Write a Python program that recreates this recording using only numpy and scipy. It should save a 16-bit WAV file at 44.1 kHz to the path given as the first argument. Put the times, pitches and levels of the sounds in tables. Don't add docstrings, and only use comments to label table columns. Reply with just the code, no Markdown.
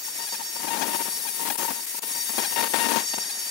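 import sys
import numpy as np
from scipy import signal
from scipy.fft import rfft, irfft, next_fast_len
from scipy.io import wavfile
from scipy.ndimage import uniform_filter1d, map_coordinates

SR = 44100
rng = np.random.default_rng(int(sys.argv[2]) if len(sys.argv) > 2 else 0)


def transcribe(u):
    v = np.clip(np.atleast_2d(u).T, -1, 1)
    q = np.round(v * 32767).astype(np.int16)
    wavfile.write(sys.argv[1], SR, q)


N = 154350

# start_s, length_s, rasp_db, tone_db, octave_db
FLARES = [(0.082, 0.005, -45, -36.5, -66), (0.188, 0.064, -40, -39.5, -57), (0.323, 0.022, -34.5, -34, -54),
          (0.395, 0.022, -36, -34, -46), (0.561, 0.0091, -33, -36.5, -60), (0.601, 0.011, -34, -35, -45),
          (0.632, 0.024, -29.5, -33.5, -53), (0.67, 0.025, -32, -30, -53), (0.706, 0.042, -28.5, -25, -36),
          (0.732, 0.035, -25, -39, -42), (0.811, 0.033, -22.5, -25.5, -37), (0.876, 0.028, -26.5, -36, -57),
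          (0.934, 0.029, -23.5, -26.5, -52), (0.992, 0.03, -27.5, -28, -42.5),
          (1.056, 0.035, -29.5, -36.5, -47), (1.252, 0.014, -33.5, -32.5, -46),
          (1.394, 0.041, -30.5, -34, -47.5), (1.452, 0.038, -26, -32, -59),
          (1.502, 0.0098, -25.5, -25, -38), (1.521, 0.0097, -33, -39, -37), (1.555, 0.0058, -32, -32, -41),
          (1.589, 0.047, -26, -33, -45.5), (1.646, 0.011, -27.5, -25.5, -45),
          (1.681, 0.012, -31, -26, -37.5), (1.704, 0.013, -28, -33, -45), (1.757, 0.041, -39, -39.5, -50),
          (1.945, 0.01, -39.5, -36, -74), (1.983, 0.0094, -37.5, -39.5, -61),
          (2.031, 0.0092, -32, -35, -40), (2.147, 0.045, -38, -39.5, -65),
          (2.294, 0.014, -32.5, -36.5, -44), (2.38, 0.023, -23, -30.5, -47), (2.441, 0.022, -35, -36, -46),
          (2.523, 0.01, -31, -33, -39), (2.561, 0.017, -25.5, -26.5, -32.5),
          (2.58, 0.034, -22.5, -24.5, -32.5), (2.625, 0.022, -22.5, -31, -37),
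          (2.646, 0.033, -28.5, -35, -40), (2.737, 0.0091, -18.5, -23.5, -28),
          (2.746, 0.022, -21, -23.5, -35), (2.784, 0.012, -22, -30, -40), (2.798, 0.067, -24, -26, -29),
          (2.887, 0.033, -22, -24.5, -43), (2.942, 0.0087, -24.5, -24, -30),
          (2.959, 0.021, -20.5, -21.5, -46), (3.135, 0.0092, -28.5, -32.5, -36),
          (3.18, 0.0072, -27, -29, -56)]


def amp(db):
    return 10 ** (np.asarray(db) / 20)


def unit(x):
    return x / np.sqrt(np.mean(x ** 2) + 1e-20)


def curves(rows):
    times, *columns = np.transpose(rows)
    return [np.interp(np.arange(N) / SR, times, column) for column in columns]


def wobble(rate):
    return map_coordinates(rng.standard_normal(int(N * rate / SR) + 4), [np.arange(N) * rate / SR])


def gate(start_s, length_s, edge_s):
    t = np.arange(N) / SR
    return np.clip(np.minimum(t - start_s, start_s + length_s - t) / edge_s + .5, 0, 1)


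def filtered(x, response):
    size = next_fast_len(N + SR // 2)
    return irfft(rfft(x, size) * response(np.fft.rfftfreq(size, 1 / SR)), size)[..., :N]


def coloured(x, colour):
    freq_hz, level_db = np.transpose(colour)

    def response(hz):
        cepstrum = irfft(np.log(amp(np.interp(np.log(hz + 1), np.log(freq_hz + 1), level_db))))
        cepstrum[1:len(cepstrum) // 2] *= 2
        cepstrum[len(cepstrum) // 2 + 1:] = 0
        return np.exp(rfft(cepstrum))
    return filtered(x, response)


def patchy(x, depth_db):
    spectrum = signal.stft(x, nperseg=512)[2]
    patches = uniform_filter1d(rng.standard_normal(spectrum.shape), size=5, axis=1)
    patches = uniform_filter1d(patches, size=6, axis=2)
    return signal.istft(spectrum * amp(depth_db * unit(patches)), nperseg=512)[1][:, :N]


def overtone(sweeps, k):
    return np.exp(2j * np.pi * round(k) * sweeps + 1j * round(k) ** 2)


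def sparks(sweeps, depth, scatter_db):
    strength = amp(scatter_db * (2 * rng.random(N) - 1))[sweeps.astype(int)]
    bursts = np.exp(-depth * np.cos(2 * np.pi * sweeps))
    return unit(strength * bursts * rng.standard_normal(N))


def hiss(sweeps):
    # time_s, level_db, treble_boost_db
    swells = [(0, -44.5, 20), (0.06, -34, 6), (0.14, -33.5, 3), (0.28, -32.5, 2), (0.47, -36, 6),
              (0.6, -33, 2), (0.75, -30.5, 2), (0.89, -30.5, 6), (0.95, -26.5, 4), (1.03, -29, 0),
              (1.25, -29, 3.5), (1.48, -29.5, 7.5), (1.63, -29.5, 8), (1.78, -31, 3), (1.95, -32, 7),
              (2.08, -29, 4), (2.22, -28, 3), (2.45, -28, 3.5), (2.68, -28, 2), (2.82, -26.5, -7),
              (3.05, -30, -6), (3.28, -30.5, -3), (3.5, -32.5, 1)]
    # freq_hz, level_db
    left_colour = [(100, -37), (250, -19), (1200, -15.5), (2400, -10.5), (4000, -8.5), (5200, -10),
                   (7000, -13), (8500, 2), (11000, 2), (13000, -3.5), (15800, -7)]
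    right_colour = [(100, -45), (1000, -19.5), (2000, -7.5), (3300, -11), (5200, -6), (6500, -4.5),
                    (8200, -4.5), (9100, -11), (9900, -34), (10300, -3.5), (11200, -15.5), (12200, -19),
                    (14000, -10.5), (15600, -22)]
    # sweep_multiple, level_db
    high_tones = [(10, -14), (11, -13), (12, -11), (14, -15)]
    level_db, treble_boost_db = curves(swells)
    left = coloured(sparks(sweeps, depth=.3, scatter_db=1), left_colour)
    right = coloured(sparks(sweeps, depth=.2, scatter_db=1), right_colour)
    pair = patchy(np.array([left, right]) / left.std(), depth_db=2)
    treble = filtered(pair, lambda hz: np.clip((hz - 12000) / 2000, 0, 1))
    pair += treble * (amp(treble_boost_db * np.array([[1], [.4]])) - 1)
    for k, db in high_tones:
        pair[0] += amp(db + 2.8 * wobble(25)) * overtone(sweeps, k).real
    swell_db = (level_db - level_db.mean()) * np.array([[1], [.1]])
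    return pair * amp(level_db.mean() + 0.68 + swell_db + 0.9 * wobble(45))


def whine(sweeps):
    # sweep_multiple, left_db, right_db
    tones = [(2, -15, -10.5), (4, -22.5, -7.5), (5, 0, -2.5), (6, 0.5, -0.5), (7, 1.5, -7.5), (8, -4, -24)]
    # time_s, left_db, right_db
    swells = [(0, -42, -43.5), (0.22, -35.5, -36), (0.4, -38, -36), (0.55, -37.5, -43), (0.75, -35.5, -49),
              (1, -38.5, -37.5), (1.2, -39, -36.5), (1.36, -40, -41.5), (1.56, -42, -51), (1.6, -32.5, -42),
              (1.7, -36.5, -48), (1.78, -42.5, -38), (1.95, -42, -48), (2.09, -41.5, -41),
              (2.17, -34.5, -32), (2.26, -38.5, -36.5), (2.4, -34, -30.5), (2.6, -36, -34.5),
              (2.7, -34.5, -37), (2.9, -33, -40), (3.1, -34.5, -32.5), (3.27, -33, -33), (3.36, -38, -34.5),
              (3.5, -36.5, -36)]
    out = np.zeros((2, N))
    for k, left_db, right_db in tones:
        both_sides = amp(2 * wobble(55)) + .28 * (wobble(260) + 1j * wobble(260))
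        for side, db in enumerate((left_db, right_db)):
            this_side = .3 * (wobble(330) + 1j * wobble(360))
            sway = amp(2.8 * wobble(70)) * np.exp(.35j * wobble(36))
            out[side] += amp(db) * (sway * (both_sides + this_side) * overtone(sweeps, k)).real
    return out * amp(np.array(curves(swells)) - 3 + 1.5 * wobble(35.14))


def pulses(sweeps, colour, scatter_db, even=1):
    middles = np.flatnonzero(np.diff(np.floor(sweeps + .5)))
    strength = amp(scatter_db * rng.standard_normal(N)[:len(middles)])
    clicks = np.bincount(middles, (1 - even) * strength.mean() - strength, N)
    return unit(coloured(clicks - clicks.mean(), colour))


def flaring(simmer_db, peaks_db, rise_s=0.00087, fall_s=0.0041):
    t = np.arange(N) / SR
    level = amp(simmer_db)
    for (start_s, length_s, *_), db in zip(FLARES, peaks_db):
        fade = np.maximum(start_s - t, 0) / rise_s + np.maximum(t - start_s - length_s, 0) / fall_s
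        level = np.maximum(level, amp(db) * np.exp(-fade))
    return level


def sputter(sweeps):
    # time_s, level_db
    simmer = [(0, -54), (0.14, -48), (0.5, -45), (0.62, -39.5), (0.76, -27.5), (0.92, -29), (1.04, -39),
              (1.2, -43), (1.36, -41.5), (1.52, -36.5), (1.66, -35.5), (1.76, -40.5), (1.88, -49),
              (2.1, -41.5), (2.27, -47.5), (2.42, -26.5), (2.5, -40), (2.72, -40), (2.77, -27.5),
              (3.0, -23.5), (3.07, -51), (3.17, -41), (3.5, -46.5)]
    # time_s, level_db
    sizzling = [(0, 4.5), (.72, -4.5), (1.05, -5.5), (1.62, -2), (2.2, -3), (2.6, 0), (2.9, -1.5),
                (3.15, 0)]
    # freq_hz, level_db
    rasp_colour = [(50, -41), (110, -20), (160, 0.5), (220, 11.5), (400, 7), (650, 3.5), (850, 5.5),
                   (1300, -2.5), (2500, -7.5), (6500, -27), (15000, -62)]
    sizzle_colour = [(50, -34), (160, -13.5), (400, -9), (800, -0.5), (1200, -4.5), (2500, -4.5),
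                     (4000, -7.5), (7000, -10.5), (11000, -13.5), (15000, -10.5)]
    # sweep_multiple, level_db
    buzz_tones = [(3, -1.5), (4, -4.5)]
    simmer_db = curves(simmer)[0] + 2.3 * wobble(70)
    _, _, rasp_db, tone_db, octave_db = np.transpose(FLARES)
    rasp = amp(-5.5 + 1.5 * wobble(75)) * pulses(sweeps, rasp_colour, scatter_db=0.5, even=0)
    sizzle_level = amp(curves(sizzling)[0] + 0.99 * wobble(130))
    sizzle = sizzle_level * unit(coloured(sparks(sweeps, depth=0.22, scatter_db=-3), sizzle_colour))
    tone = amp(3.5 + 1.5 * wobble(75)) * overtone(sweeps, 1).real
    octave = amp(3) * overtone(sweeps, 2).real
    buzz = sum(amp(db + 2.8 * wobble(18)) * overtone(sweeps, k).real for k, db in buzz_tones)
    out = flaring(simmer_db, rasp_db) * (rasp + sizzle)
    out += flaring(simmer_db - 7.5, tone_db) * tone
    out += flaring(simmer_db - 17.5, octave_db) * (octave + buzz)
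    return out * amp([[0], [-32]])


def hum():
    # pitch_hz, level_db
    tones = [(570, -98), (640, -76), (6880, -62)]
    t = np.arange(N) / SR
    out = np.zeros(N)
    for hz, db in tones:
        level = amp(db + 7.1 * wobble(23.3))
        out += level * np.sin(2 * np.pi * hz * t + 2.7 * wobble(32))
    return out * amp([[-4], [0]])


def cooling_air():
    # freq_hz, level_db
    air_colour = [(25, -37), (90, -46), (200, -3.5), (600, -2.5), (1000, -5), (2500, -7), (8000, -15.5),
                  (15000, -6)]
    return amp(-47) * unit(coloured(rng.standard_normal((2, N)), air_colour))


def spits(sweeps, slow_spells):
    # freq_hz, level_db
    spit_colour = [(50, -54), (200, -57), (800, 0.5), (1600, -0.5), (2500, 3.5), (4000, -3), (6000, -2),
                   (12000, -23)]
    level = sum(amp(db) * gate(start_s, length_s, edge_s=0.0025) for start_s, length_s, db in slow_spells)
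    return level * pulses(sweeps, spit_colour, scatter_db=2.5) * amp([[0], [-20]])


def beam_level():
    # start_s, length_s, dip_db
    pauses = [(1.564, 0.012, -10.5), (1.858, 0.0069, -9), (1.996, 0.024, -18)]
    return amp(sum(db * gate(start_s, length_s, edge_s=0.0065) for start_s, length_s, db in pauses))


def pops():
    # start_s, peak_db
    pop_times = [(1.718, -20), (2.743, -6), (2.961, -15), (3.141, -17), (3.185, -17)]
    # freq_hz, level_db
    pop_colour = [(50, -36), (200, 1), (800, 6), (2700, -11), (4500, -24), (15000, -40)]
    clicks = np.zeros(N)
    for start_s, db in pop_times:
        clicks[round(start_s * SR)] = amp(db)
    out = coloured(clicks, pop_colour)
    return out * clicks.max() / np.abs(out).max() * amp([[0], [-24]])


def scene():
    # start_s, length_s, level_db
    slow_spells = [(0.273, 0.019, -38), (0.348, 0.0098, -33), (0.416, 0.0095, -42), (0.682, .012, -29),
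                   (0.766, 0.011, -31), (0.817, .012, -24), (1.191, 0.013, -42), (1.275, 0.019, -32),
                   (1.501, 0.0085, -24), (2.383, 0.01, -25), (2.448, 0.012, -28.5), (2.788, 0.0095, -34),
                   (2.922, 0.0098, -24.5), (3.24, 0.0091, -36.5), (3.296, 0.012, -33.5)]
    sweep_hz, slow_hz = 925, 816.5
    slow = sum(gate(start_s, length_s, edge_s=0.0021) for start_s, length_s, _ in slow_spells)
    unsteady = .0036 * wobble(22) + .004 * wobble(250) + .02 * slow * wobble(500)
    rate_hz = (sweep_hz + (slow_hz - sweep_hz) * slow) * (1 + unsteady)
    sweeps = np.cumsum(rate_hz) / SR
    marking = sputter(sweeps) + spits(sweeps, slow_spells) + pops() + hiss(sweeps)
    marking += amp(-7 * slow) * whine(sweeps)
    return beam_level() * marking + hum() + cooling_air()


def record(dry):
    low_cut_hz, top_hz = 101, 15780
    return filtered(dry, lambda hz: hz ** 2 / np.hypot(hz ** 2, low_cut_hz ** 2) * (hz < top_hz))


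dry = scene()
out = record(dry)
transcribe(out)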